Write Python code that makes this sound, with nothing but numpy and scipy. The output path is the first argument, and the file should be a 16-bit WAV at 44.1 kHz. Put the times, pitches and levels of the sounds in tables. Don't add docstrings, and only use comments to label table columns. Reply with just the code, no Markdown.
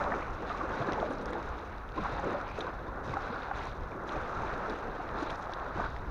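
import sys
import numpy as np
from scipy import signal
from scipy.fft import rfft, irfft
from scipy.io import wavfile

SR = 44100
rng = np.random.default_rng(int(sys.argv[2]) if len(sys.argv) > 2 else 0)


def decibels_to_gain(level_db):
    exponent = np.asarray(level_db, float) / 20
    return 10 ** exponent


def master(y):
    cut = np.clip(np.atleast_2d(y).T, -1, 1)
    pcm = np.round(cut * 32767)
    wavfile.write(sys.argv[1], SR, pcm.astype(np.int16))


N = 269010

# (frequency [Hz], gain [dB])
CASE_RESPONSE = [(90, -17), (140, -7), (560, -1.5), (1430, -3.5), (1950, -14), (2600, -21), (3050, -25.5),
                 (3850, -24), (4450, -34), (6150, -33), (7950, -49.5), (8600, -46), (9600, -54.5),
                 (13000, -79)]
# (time [s], vigour [dB], share of big air pockets [dB])
SHORE_VIGOUR = [(0.0, -32.5, -8), (0.39, -42, -3.5), (0.47, -39, -6), (0.95, -35, 0), (1.19, -40.5, 1),
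                (1.95, -44.5, -6.5), (2.1, -38, -4), (2.36, -37, -3), (2.53, -42.5, -6.5), (3.0, -43.5, 0),
                (3.2, -37.5, -6.5), (3.72, -45, -2.5), (4.33, -37, -6), (4.66, -37, -4), (4.8, -40.5, -3),
                (5.2, -38, -6), (5.45, -40, -8.5), (6.1, -43.5, -3.5)]


def rms_one(x):
    return x / np.sqrt(np.mean(x ** 2) + 1e-20)


def in_time(rows):
    s, *columns = np.transpose(rows)
    return [np.interp(np.arange(N) / SR, s, column) for column in columns]


def bursts(rows, attack_s, fade_db_per_s):
    s, length, db, *shares = np.transpose(rows)[:, :, None]
    coarse = np.arange(0, N, 32)
    age = coarse / SR - s
    rise = np.clip(age / attack_s + 1, 0, 1) ** 2
    power = rise * decibels_to_gain(2 * (db - fade_db_per_s * np.maximum(age - length, 0)))
    totals = [np.sum(power * decibels_to_gain(2 * share), axis=0) for share in [0, *shares]]
    return [np.interp(np.arange(N), coarse, total) for total in totals]


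def band(x, low_hz, high_hz):
    return signal.sosfilt(signal.butter(2, [low_hz, high_hz], "band", fs=SR, output="sos"), x)


def drift(rate):
    r = np.exp(-80 * np.pi * rate / SR)
    slow = signal.lfilter([1], [1, -2 * r, r * r], rng.standard_normal(N // 40 + 2002))[2000:]
    return np.interp(np.arange(N) / 40, np.arange(len(slow)), rms_one(slow))


def response(points, size=16384):
    point_hz, point_db = np.transpose(points)
    hz = np.maximum(np.fft.rfftfreq(size, 1 / SR), 1)
    log_gain = np.log(decibels_to_gain(np.interp(np.log(hz), np.log(point_hz), point_db)))
    cepstrum = irfft(log_gain)
    cepstrum[1:size // 2] *= 2
    cepstrum[size // 2 + 1:] = 0
    return irfft(np.exp(rfft(cepstrum)))[:size // 2]


def through(x, impulse):
    return signal.oaconvolve(x, impulse)[:len(x)]


def bubble(hz, cycles, rise):
    turns = np.arange(int(cycles / hz * SR)) * hz / SR
    return np.sin(2 * np.pi * turns * (1 + rise * turns / cycles / 2)) * decibels_to_gain(-60 * turns / cycles)


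def swarm(low_hz, high_hz, per_s, cycles, spread_db, clump_db, far_db, largest, count=12):
    sizes = decibels_to_gain(spread_db * np.minimum(rng.exponential(1, N), largest)) * rng.choice([-1, 1], N)
    clumps = decibels_to_gain(clump_db * (.6 * drift(13.0) + .8 * drift(40.0)))
    born = rng.random(N) < per_s * clumps / SR
    births = sizes * born
    dealt = rng.integers(0, count, N)
    pitches = np.geomspace(low_hz, high_hz, count)
    near = sum(hz * through(births * (dealt == k), bubble(hz, cycles, rise=0.26))
               for k, hz in enumerate(pitches))
    blur = band(rng.standard_normal(N), low_hz, high_hz)
    far = band(blur, low_hz * 1.197, high_hz * 1.33) * clumps ** 0.12
    return rms_one(through(rms_one(near) + decibels_to_gain(far_db) * rms_one(far), response(CASE_RESPONSE)))


def wash():
    # (time [s], length [s], level [dB], share of big air pockets [dB])
    surges = [(0.0, 0.016, -45, 5.5), (0.08, 0.088, -44, 4.5), (0.41, 0.03, -55, 15.5),
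              (0.88, .14, -57, -6), (1.02, 0.023, -51, 4), (1.23, 0.16, -46, 3), (1.97, 0.015, -43, 4),
              (2.03, .05, -40, -18), (2.24, 0.07, -45.5, 7.5), (2.57, 0.035, -43, -1),
              (2.62, 0.072, -48, 2), (2.84, .06, -57, 9), (3.08, 0.045, -49, 1.5), (3.14, 0.026, -43.5, -6),
              (3.36, 0.11, -43.5, -19), (3.56, 0.091, -42.5, -7), (4.14, 0.042, -40, -0.5),
              (4.31, 0.087, -47, -12), (4.68, 0.045, -44, 1.5), (5.15, 0.17, -45, -1),
              (5.55, 0.26, -44.5, -9), (5.775, 0.064, -38.5, -5.5), (1.36, 0.16, -45.5, -11),
              (3.95, 0.17, -51.5, 5), (2.92, 0.15, -47, -10)]
    vigour_db, pockets_db = in_time(SHORE_VIGOUR)
    small, big = bursts(surges, attack_s=0.013, fade_db_per_s=246)
    gurgle = swarm(140.7, 534.0, per_s=450, cycles=22.4, spread_db=3.0, clump_db=2.5,
                   far_db=1.6, largest=2.5)
    bubbles = swarm(567, 1878, per_s=1400, cycles=22.4, spread_db=3.0, clump_db=4.0,
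                    far_db=1.8, largest=2.7, count=18)
    steady = decibels_to_gain(2 * (vigour_db - 1.6))
    gurgle_power = steady * decibels_to_gain(2 * (pockets_db + 0.26)) + big
    return np.sqrt(gurgle_power) * gurgle + np.sqrt(steady + small) * bubbles


def spray():
    # (time [s], length [s], level [dB], share of spatter [dB], share of foam [dB])
    splashes = [(0.0, 0.28, -51.5, -13, -11), (0.36, 0.092, -55, -9, -13), (0.485, 0.025, -49, -5.5, -11.5),
                (0.57, 0.11, -56, -11, -8), (0.705, 0.26, -49.5, -7, -13.5), (1.03, 0.41, -55.5, -3.5, -13),
                (1.46, 0.3, -55.5, -9.5, -18), (1.97, 0.12, -50, -5.5, -15), (2.14, 0.21, -50.5, -5, -18),
                (2.47, 0.039, -49.5, -11, -27), (2.555, 0.056, -53, -5.5, -14),
                (2.645, 0.031, -54.5, -8.5, -18), (2.77, .1, -66.5, 1, -14), (3.06, 0.091, -54, -4.5, -10),
                (3.22, 0.14, -56, -0.5, -15), (3.39, 0.054, -53.5, -3, -19), (3.56, 0.11, -52, -3, -10.5),
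                (4.09, 0.18, -53, -7.5, -11), (4.35, .31, -52, -7.5, -13.5), (4.7, 0.054, -52, -6, -11.5),
                (4.81, .04, -61, -6, -12), (4.93, 0.18, -57.5, -6, -16), (5.17, 0.14, -54.5, 0, -9),
                (5.33, 0.061, -66, -7, 0), (5.52, .04, -65, 3, -9), (5.6, 0.16, -60.5, -2, -17),
                (5.76, 0.065, -53, -3, -10), (5.84, 0.029, -59, 3, -13), (5.99, 0.091, -64.5, 0, -12)]
    trickle_db = (-59.5, -66.5, -69.2)
    vigour_db = in_time(SHORE_VIGOUR)[0]
    swing_db = 0.5 * (vigour_db - vigour_db.mean())
    trickle = [decibels_to_gain(2 * (db + swing_db)) for db in trickle_db]
    thrown = bursts(splashes, attack_s=0.045, fade_db_per_s=110)
    coarse, middle, fine = np.sqrt(np.add(thrown, trickle))
    splash = swarm(1825, 2910, per_s=890, cycles=11.8, spread_db=4.5, clump_db=5.5,
                   far_db=3.5, largest=3.6, count=8)
    spatter = swarm(3233, 4770, per_s=1200, cycles=48.0, spread_db=5.0, clump_db=3.0,
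                    far_db=1.0, largest=3.3, count=8)
    fizz = swarm(4350, 12000, per_s=3000, cycles=16.0, spread_db=4.5, clump_db=5.0,
                 far_db=4.5, largest=3.5)
    landed = rng.random(N) < 500 * decibels_to_gain(5.0 * drift(25.0)) / SR
    ticks = landed * decibels_to_gain(3.0 * np.minimum(rng.exponential(1, N), 4)) * rng.choice([-1, 1], N)
    bright = band(band(ticks, 3060, 15000), 4230, 18000)
    droplets = rms_one(through(bright, response(CASE_RESPONSE)))
    foam = decibels_to_gain(4.5) * (fizz + decibels_to_gain(-7.5) * droplets)
    return coarse * splash + middle * spatter + fine * foam


def wind():
    # (frequency [Hz], gain [dB])
    rumble = [(7.1, -42), (12, -1), (48, 3.5), (140, -7), (200, -14.5), (260, -32), (440, -120)]
    # (time [s], strength [dB])
    breeze = [(0.0, -45), (1.39, -47.5), (2.19, -43), (2.33, -46), (3.19, -42), (3.41, -48), (3.7, -44.5),
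              (4.15, -48.5), (4.4, -43.5), (5.21, -49), (5.96, -42), (6.1, -43)]
    # (time [s], length [s], level [dB])
    gusts = [(0.27, .05, -41), (0.49, 0.074, -49), (0.68, 0.042, -46), (0.92, 0.13, -46), (1.24, .04, -47),
             (1.45, 0.046, -39), (1.95, .05, -47), (2.13, .025, -40.5), (2.24, 0.024, -43),
             (2.33, .025, -53), (2.54, .08, -49), (3.22, 0.066, -53), (3.56, 0.03, -44), (3.66, 0.022, -44),
             (3.79, 0.076, -39), (4.15, 0.084, -44), (4.38, 0.025, -38), (4.52, .06, -50),
             (4.87, 0.036, -45), (4.98, 0.034, -45), (5.12, 0.047, -43), (5.29, 0.092, -45.5),
             (5.76, .18, -40.5)]
    breeze_db, = in_time(breeze)
    gust_power, = bursts(gusts, attack_s=0.022, fade_db_per_s=207)
    strength = np.sqrt(decibels_to_gain(2 * breeze_db) + gust_power) * decibels_to_gain(0.82 * drift(25.0))
    pressure = through(rng.standard_normal(N + SR), response(rumble))[SR:]
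    return strength * rms_one(pressure)


def swells(rows, length_s):
    out, half = np.zeros(N + SR), round(length_s * SR / 2)
    age = np.arange(-half, half) / SR
    for s, peak_db, hz in rows:
        start = max(round(s * SR) - half, 0)
        tone = np.sin(2 * np.pi * hz * age * (1 + .03 * age / length_s))
        out[start:start + 2 * half] += decibels_to_gain(peak_db) * np.hanning(2 * half) * tone
    return out[:N]


def gulps():
    # (time of the middle [s], peak [dB], pitch [Hz])
    air_pockets = [(0.014, -41, 1170), (0.018, -31, 586), (0.024, -37, 1310), (0.07, -34, 950),
                   (0.078, -36, 750), (0.1, -31.5, 536), (0.118, -35, 220), (0.123, -37, 1560),
                   (0.124, -39, 1750), (0.128, -32, 690), (0.511, -33, 1180), (0.613, -32, 1140),
                   (0.637, -37, 1080), (0.641, -34, 320), (0.651, -34, 540), (0.742, -37.5, 1470),
                   (0.758, -35, 1060), (0.818, -29, 680), (0.896, -38, 1030), (0.984, -31, 880),
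                   (1.062, -32.5, 603), (1.109, -30, 281), (1.382, -36, 320), (1.385, -37, 920),
                   (1.636, -40.5, 466), (2.061, -37, 1360), (2.065, -34, 1160), (2.239, -34, 560),
                   (2.239, -37, 1410), (2.271, -33, 278), (2.307, -35, 554), (2.651, -40, 1030),
                   (2.676, -39, 1520), (2.682, -38, 965), (2.889, -37, 1025), (3.141, -34, 1120),
                   (3.151, -36, 302), (3.273, -37, 1490), (3.33, -36, 470), (3.342, -36.5, 1470),
                   (3.514, -36, 1110), (3.636, -39, 1140), (3.668, -37, 1060), (4.165, -36, 740),
                   (4.319, -38, 1030), (4.368, -36, 1360), (4.885, -36, 744), (4.997, -38.5, 303),
                   (5.005, -34, 734), (5.092, -40, 1270), (5.196, -37, 412), (5.23, -31, 300),
                   (5.274, -37, 850), (5.534, -40, 340), (5.679, -37, 600), (5.762, -37, 340),
                   (5.801, -35, 1210), (5.819, -36, 1510), (5.827, -35, 1000), (5.865, -36.5, 1480)]
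    # (time of the middle [s], peak [dB], pitch [Hz])
    flecks = [(0.228, -60.0, 4180), (0.483, -56.0, 3530), (0.485, -56.0, 3830), (0.515, -57.0, 4130),
              (0.72, -53.0, 3320), (0.931, -41.0, 1940), (0.937, -53.0, 3360), (1.001, -53.0, 3490),
              (1.588, -58.0, 3450), (2.514, -47.0, 2330), (2.579, -50.0, 2580), (2.591, -54.0, 3880),
              (3.227, -58.0, 4220), (3.592, -50.0, 3320), (3.666, -56.0, 3960), (3.677, -51.0, 2580),
              (3.681, -60.0, 4390), (3.836, -61.0, 3190), (4.094, -52.0, 4010), (4.094, -55.0, 2930),
              (4.151, -57.0, 3570), (4.696, -51.0, 3400), (4.879, -47.0, 1940), (4.95, -60.0, 3190),
              (5.281, -56.0, 3100), (5.287, -52.0, 3960), (5.301, -50.0, 3320), (5.758, -57.0, 2970),
              (5.804, -49.0, 2330), (5.848, -53.0, 3750)]
    # (time of the middle [s], peak [dB])
    slaps = [(0.2263, -27.0), (0.4328, -31.0), (0.5079, -28.0), (0.5184, -28.0), (0.8134, -26.0),
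             (0.827, -25.0), (0.8937, -25.0), (1.1085, -28.0), (1.1183, -28.0), (1.332, -27.0),
             (1.9865, -29.0), (2.057, -28.0), (2.3419, -26.0), (2.4059, -30.0), (2.4802, -32.0),
             (2.6785, -29.0), (3.261, -29.0), (3.3368, -29.0), (3.4857, -31.0), (3.5908, -31.0),
             (3.672, -31.0), (3.7853, -34.0), (3.8085, -34.0), (3.9792, -32.0), (4.0858, -30.0),
             (4.1353, -26.0), (4.333, -28.0), (4.4067, -28.0), (4.4362, -26.0), (4.8308, -30.0),
             (5.1047, -29.0), (5.1213, -29.0), (5.1882, -27.0), (5.3982, -31.0), (5.5196, -29.0),
             (5.586, -31.0), (5.7092, -28.0), (5.7752, -27.0), (5.8018, -24.0), (5.8545, -31.0)]
    pitches = 1050 * np.exp(.2 * rng.uniform(-1, 1, len(slaps)))
    pitched_slaps = [(s, db - 1.5, hz) for (s, db), hz in zip(slaps, pitches)]
    return swells(air_pockets, .026) + swells(flecks, .012) + swells(pitched_slaps, .004)


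def stones():
    # (time [s], peak [dB], lowest pitch [Hz], highest pitch [Hz])
    pebbles = [(0.0398, -39, 2870, 6560), (0.2274, -40, 2030, 3380), (0.4951, -44, 2800, 4500),
               (0.9218, -36, 3500, 7850), (0.9326, -38.5, 3080, 5700), (1.0004, -40, 2900, 4100),
               (1.2576, -43, 4500, 7800), (1.333, -42.5, 2800, 4700), (1.3325, -43, 1800, 2500),
               (4.0925, -45, 2000, 3000), (5.537, -44, 2000, 3000), (1.588, -48, 2800, 4300),
               (1.782, -52, 3300, 6200), (1.8897, -49, 2900, 4700), (1.9207, -49, 2900, 4800),
               (1.9844, -51, 2900, 4730), (2.4796, -53, 4000, 6400), (2.6066, -34, 2920, 4000),
               (2.4132, -50, 3500, 9000), (3.14, -43, 3500, 7900), (3.591, -46, 3000, 4000),
               (3.7158, -50, 2900, 5030), (3.812, -59, 4500, 5700), (3.835, -52, 3000, 5700),
               (3.909, -59, 3600, 6000), (4.092, -41, 2930, 5500), (4.161, -48, 2600, 7000),
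               (4.698, -42.5, 3200, 11000), (5.0903, -44.5, 2080, 4300), (5.1864, -44, 2900, 5500),
               (5.226, -45, 4050, 7300), (5.299, -39, 2200, 4100), (5.3053, -38, 2600, 4500),
               (5.5363, -35.5, 3100, 7900), (5.964, -40, 2120, 4200)]
    # (time [s], peak [dB], lowest pitch [Hz])
    grit = [(0.6931, -56, 5700), (1.1082, -56, 5500), (1.1266, -59, 7800), (1.1341, -53, 5000),
            (1.214, -57, 5700), (1.2209, -65, 7800), (1.3052, -54, 6600), (1.3312, -53, 6400),
            (1.428, -50, 4600), (1.266, -58, 5000), (1.383, -60, 5500), (4.037, -60, 5500),
            (5.447, -57, 4000), (1.4903, -57, 6000), (1.5931, -57, 5300), (1.7258, -56, 3300),
            (2.0381, -51, 5670), (2.1957, -60, 5900), (2.2446, -50, 6200), (2.3303, -55, 7200),
            (2.489, -54, 4000), (2.5903, -61, 7600), (2.3219, -60, 6200), (3.095, -50, 3200),
            (3.2209, -53, 5200), (3.2832, -58, 5300), (3.5851, -53, 4900), (3.6544, -50, 5200),
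            (4.121, -51, 4200), (4.1215, -48, 2700), (4.787, -58, 6300), (2.138, -58, 5200),
            (3.636, -55, 5300), (3.067, -57, 5500), (4.5803, -57, 6500), (5.356, -48, 4200),
            (5.3885, -62, 9000), (5.5192, -52, 4500), (5.542, -57, 5400)]
    # (time [s], peak [dB], lowest pitch
    # [Hz])
    more_pebbles = [(0.72, -48, 2400), (1.1842, -50, 4000), (2.197, -51, 5900), (2.49, -42, 2100),
                    (2.5005, -52, 4000), (2.5911, -49, 5300), (2.6676, -48, 3200), (2.6821, -47, 2100),
                    (2.792, -56, 3500), (3.4215, -46, 3000), (3.432, -45, 2800), (4.703, -46, 2600),
                    (4.7519, -49, 2900), (4.7631, -50, 2500), (4.8259, -53, 2600), (5.4588, -51, 2900),
                    (5.5988, -49, 2400)]
    pebble_contact_ms, grit_contact_ms = .4, .2
    clicks = [(*row, pebble_contact_ms) for row in pebbles]
    clicks += [(s, db, hz, hz * 1.55, grit_contact_ms) for s, db, hz in grit]
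    clicks += [(s, db, hz, hz * 1.5, pebble_contact_ms) for s, db, hz in more_pebbles]
    t, case = np.arange(600) / SR, response(CASE_RESPONSE)[:600]
    rattles, out = rng.standard_normal((len(clicks), 600)), np.zeros(N + 600)
    cracks = band(band(rattles * (t < .0004), 6000, 14000), 8300, 16000)
    for (s, peak_db, low_hz, high_hz, contact_ms), rattle, crack in zip(clicks, rattles, cracks):
        touch = rattle * np.exp(-(1000 * t / (0.74 + contact_ms)) ** 2)
        ring = band(band(touch, low_hz, high_hz), low_hz * 0.91, 16000)
        crack_db = 0.5 + 18 * np.log2(min(high_hz / 7500, 1))
        heard = through(ring + decibels_to_gain(crack_db) * crack, case)
        knock = band(touch, 1700, low_hz)
        heard = heard / np.abs(heard).max() + decibels_to_gain(-8.0) * knock / np.abs(knock).max()
        start = round(s * SR)
        out[start:start + 600] += decibels_to_gain(peak_db + 3.5) * heard
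    return out[:N]


def plops():
    # (time [s], peak [dB], pitch [Hz], ringing [cycles])
    large_bubbles = [(0.07, -28.5, 585, 86), (0.12, -25.5, 1840, 34), (0.4995, -24, 690, 18),
                     (0.501, -28, 1310, 37), (0.5465, -23, 1116, 25), (0.886, -28.5, 1660, 45),
                     (0.975, -20, 710, 9.3), (1.028, -9.5, 660, 8.7), (1.04, -26.5, 569, 39),
                     (1.353, -23.5, 830, 25), (1.977, -24.5, 1035, 63), (2.045, -25, 990, 19),
                     (2.192, -27.5, 814, 57), (2.344, -23.5, 571, 43), (2.586, -26, 683, 21),
                     (2.668, -22, 1015, 16), (3.137, -23.5, 920, 22), (3.169, -22, 792, 35),
                     (3.169, -19, 1330, 22), (3.512, -19.5, 780, 23), (3.513, -20.5, 1480, 15),
                     (0.121, -25, 1200, 20), (4.315, -27.5, 555, 25), (4.433, -27, 880, 52),
                     (5.494, -23, 720, 16), (5.525, -32.5, 1580, 51), (5.796, -25, 710, 26)]
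    # (time [s], peak [dB], pitch [Hz])
    glugs = [(0.8, -25.5, 126), (0.885, -23, 284), (1.103, -24, 268), (1.983, -20.5, 307),
             (1.992, -26, 200), (2.015, -28, 172), (2.261, -29, 260), (2.268, -18.5, 470),
             (2.585, -23, 433), (3.093, -27, 133), (3.301, -26.5, 227), (4.155, -26, 320),
             (4.404, -30, 113), (5.167, -29, 328), (5.221, -26, 305), (5.78, -25.5, 203), (5.807, -29, 277)]
    # (time [s], peak [dB], pitch [Hz])
    drips = [(0.139, -37, 2239), (0.221, -34, 2180), (0.926, -43, 1952), (1.325, -37, 2000),
             (2.507, -55, 2330), (3.135, -34, 2030), (3.137, -43, 2290), (3.661, -41, 2239),
             (3.918, -40, 2350), (2.612, -32.5, 3620), (2.612, -42, 5900), (2.608, -52, 5800),
             (4.157, -37, 2450)]
    glug_cycles, drip_cycles = 11.5, 42
    events = [*large_bubbles]
    events += [(*row, glug_cycles) for row in glugs]
    events += [(*row, drip_cycles) for row in drips]
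    out = np.zeros(N + SR)
    for s, peak_db, hz, cycles in events:
        ring = bubble(hz, np.clip(1.25 * cycles, 4, 90), rise=0.053)
        ring = ring * (1 - np.exp(-np.arange(len(ring)) * hz / SR / .6))
        start = round(s * SR)
        out[start:start + len(ring)] += decibels_to_gain(peak_db - 1.5) * ring
    return out[:N]


def mist():
    # (time [s], length [s], level [dB])
    puffs = [(0.915, .02, -80), (1.1, .04, -75), (1.22, .01, -79), (2.02, .03, -81), (2.29, .02, -78),
             (2.49, .015, -80), (2.585, .01, -78), (3.6, .08, -80), (4.578, .006, -75), (4.695, .01, -74),
             (5.2, .03, -82), (5.29, .03, -77), (5.38, .015, -75), (5.52, .025, -81)]
    power, = bursts(puffs, attack_s=.006, fade_db_per_s=600)
    hiss = band(band(rng.standard_normal(N), 8000, 14000), 10000, 16000) * decibels_to_gain(5.0 * drift(200.0))
    return np.sqrt(power) * rms_one(through(hiss, response(CASE_RESPONSE)))


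def scene():
    flickering_spray = spray() * decibels_to_gain(0.95 * drift(24))
    rest = wash() + wind() + gulps() + stones() + plops() + mist()
    return (flickering_spray + rest)[None]


def band_limit(x):
    return signal.sosfilt(signal.butter(12, 15550, fs=SR, output="sos"), x)


def record(dry):
    hiss = band(band(rng.standard_normal(dry.shape), 8500, 22000), 6000, 21000)
    notch_hz, notch_width_hz, notch_depth = 8050, 780, .6
    b, a = signal.iirnotch(notch_hz, notch_hz / notch_width_hz, fs=SR)
    ported = dry + notch_depth * (signal.lfilter(b, a, dry) - dry)
    hissing = ported + decibels_to_gain(-83 + 3.0) * rms_one(hiss)
    top_cut = signal.ellip(12, .3, 60, 15130, fs=SR, output="sos")
    return band_limit(signal.sosfilt(top_cut, hissing))


dry = scene()
out = record(dry)
master(out)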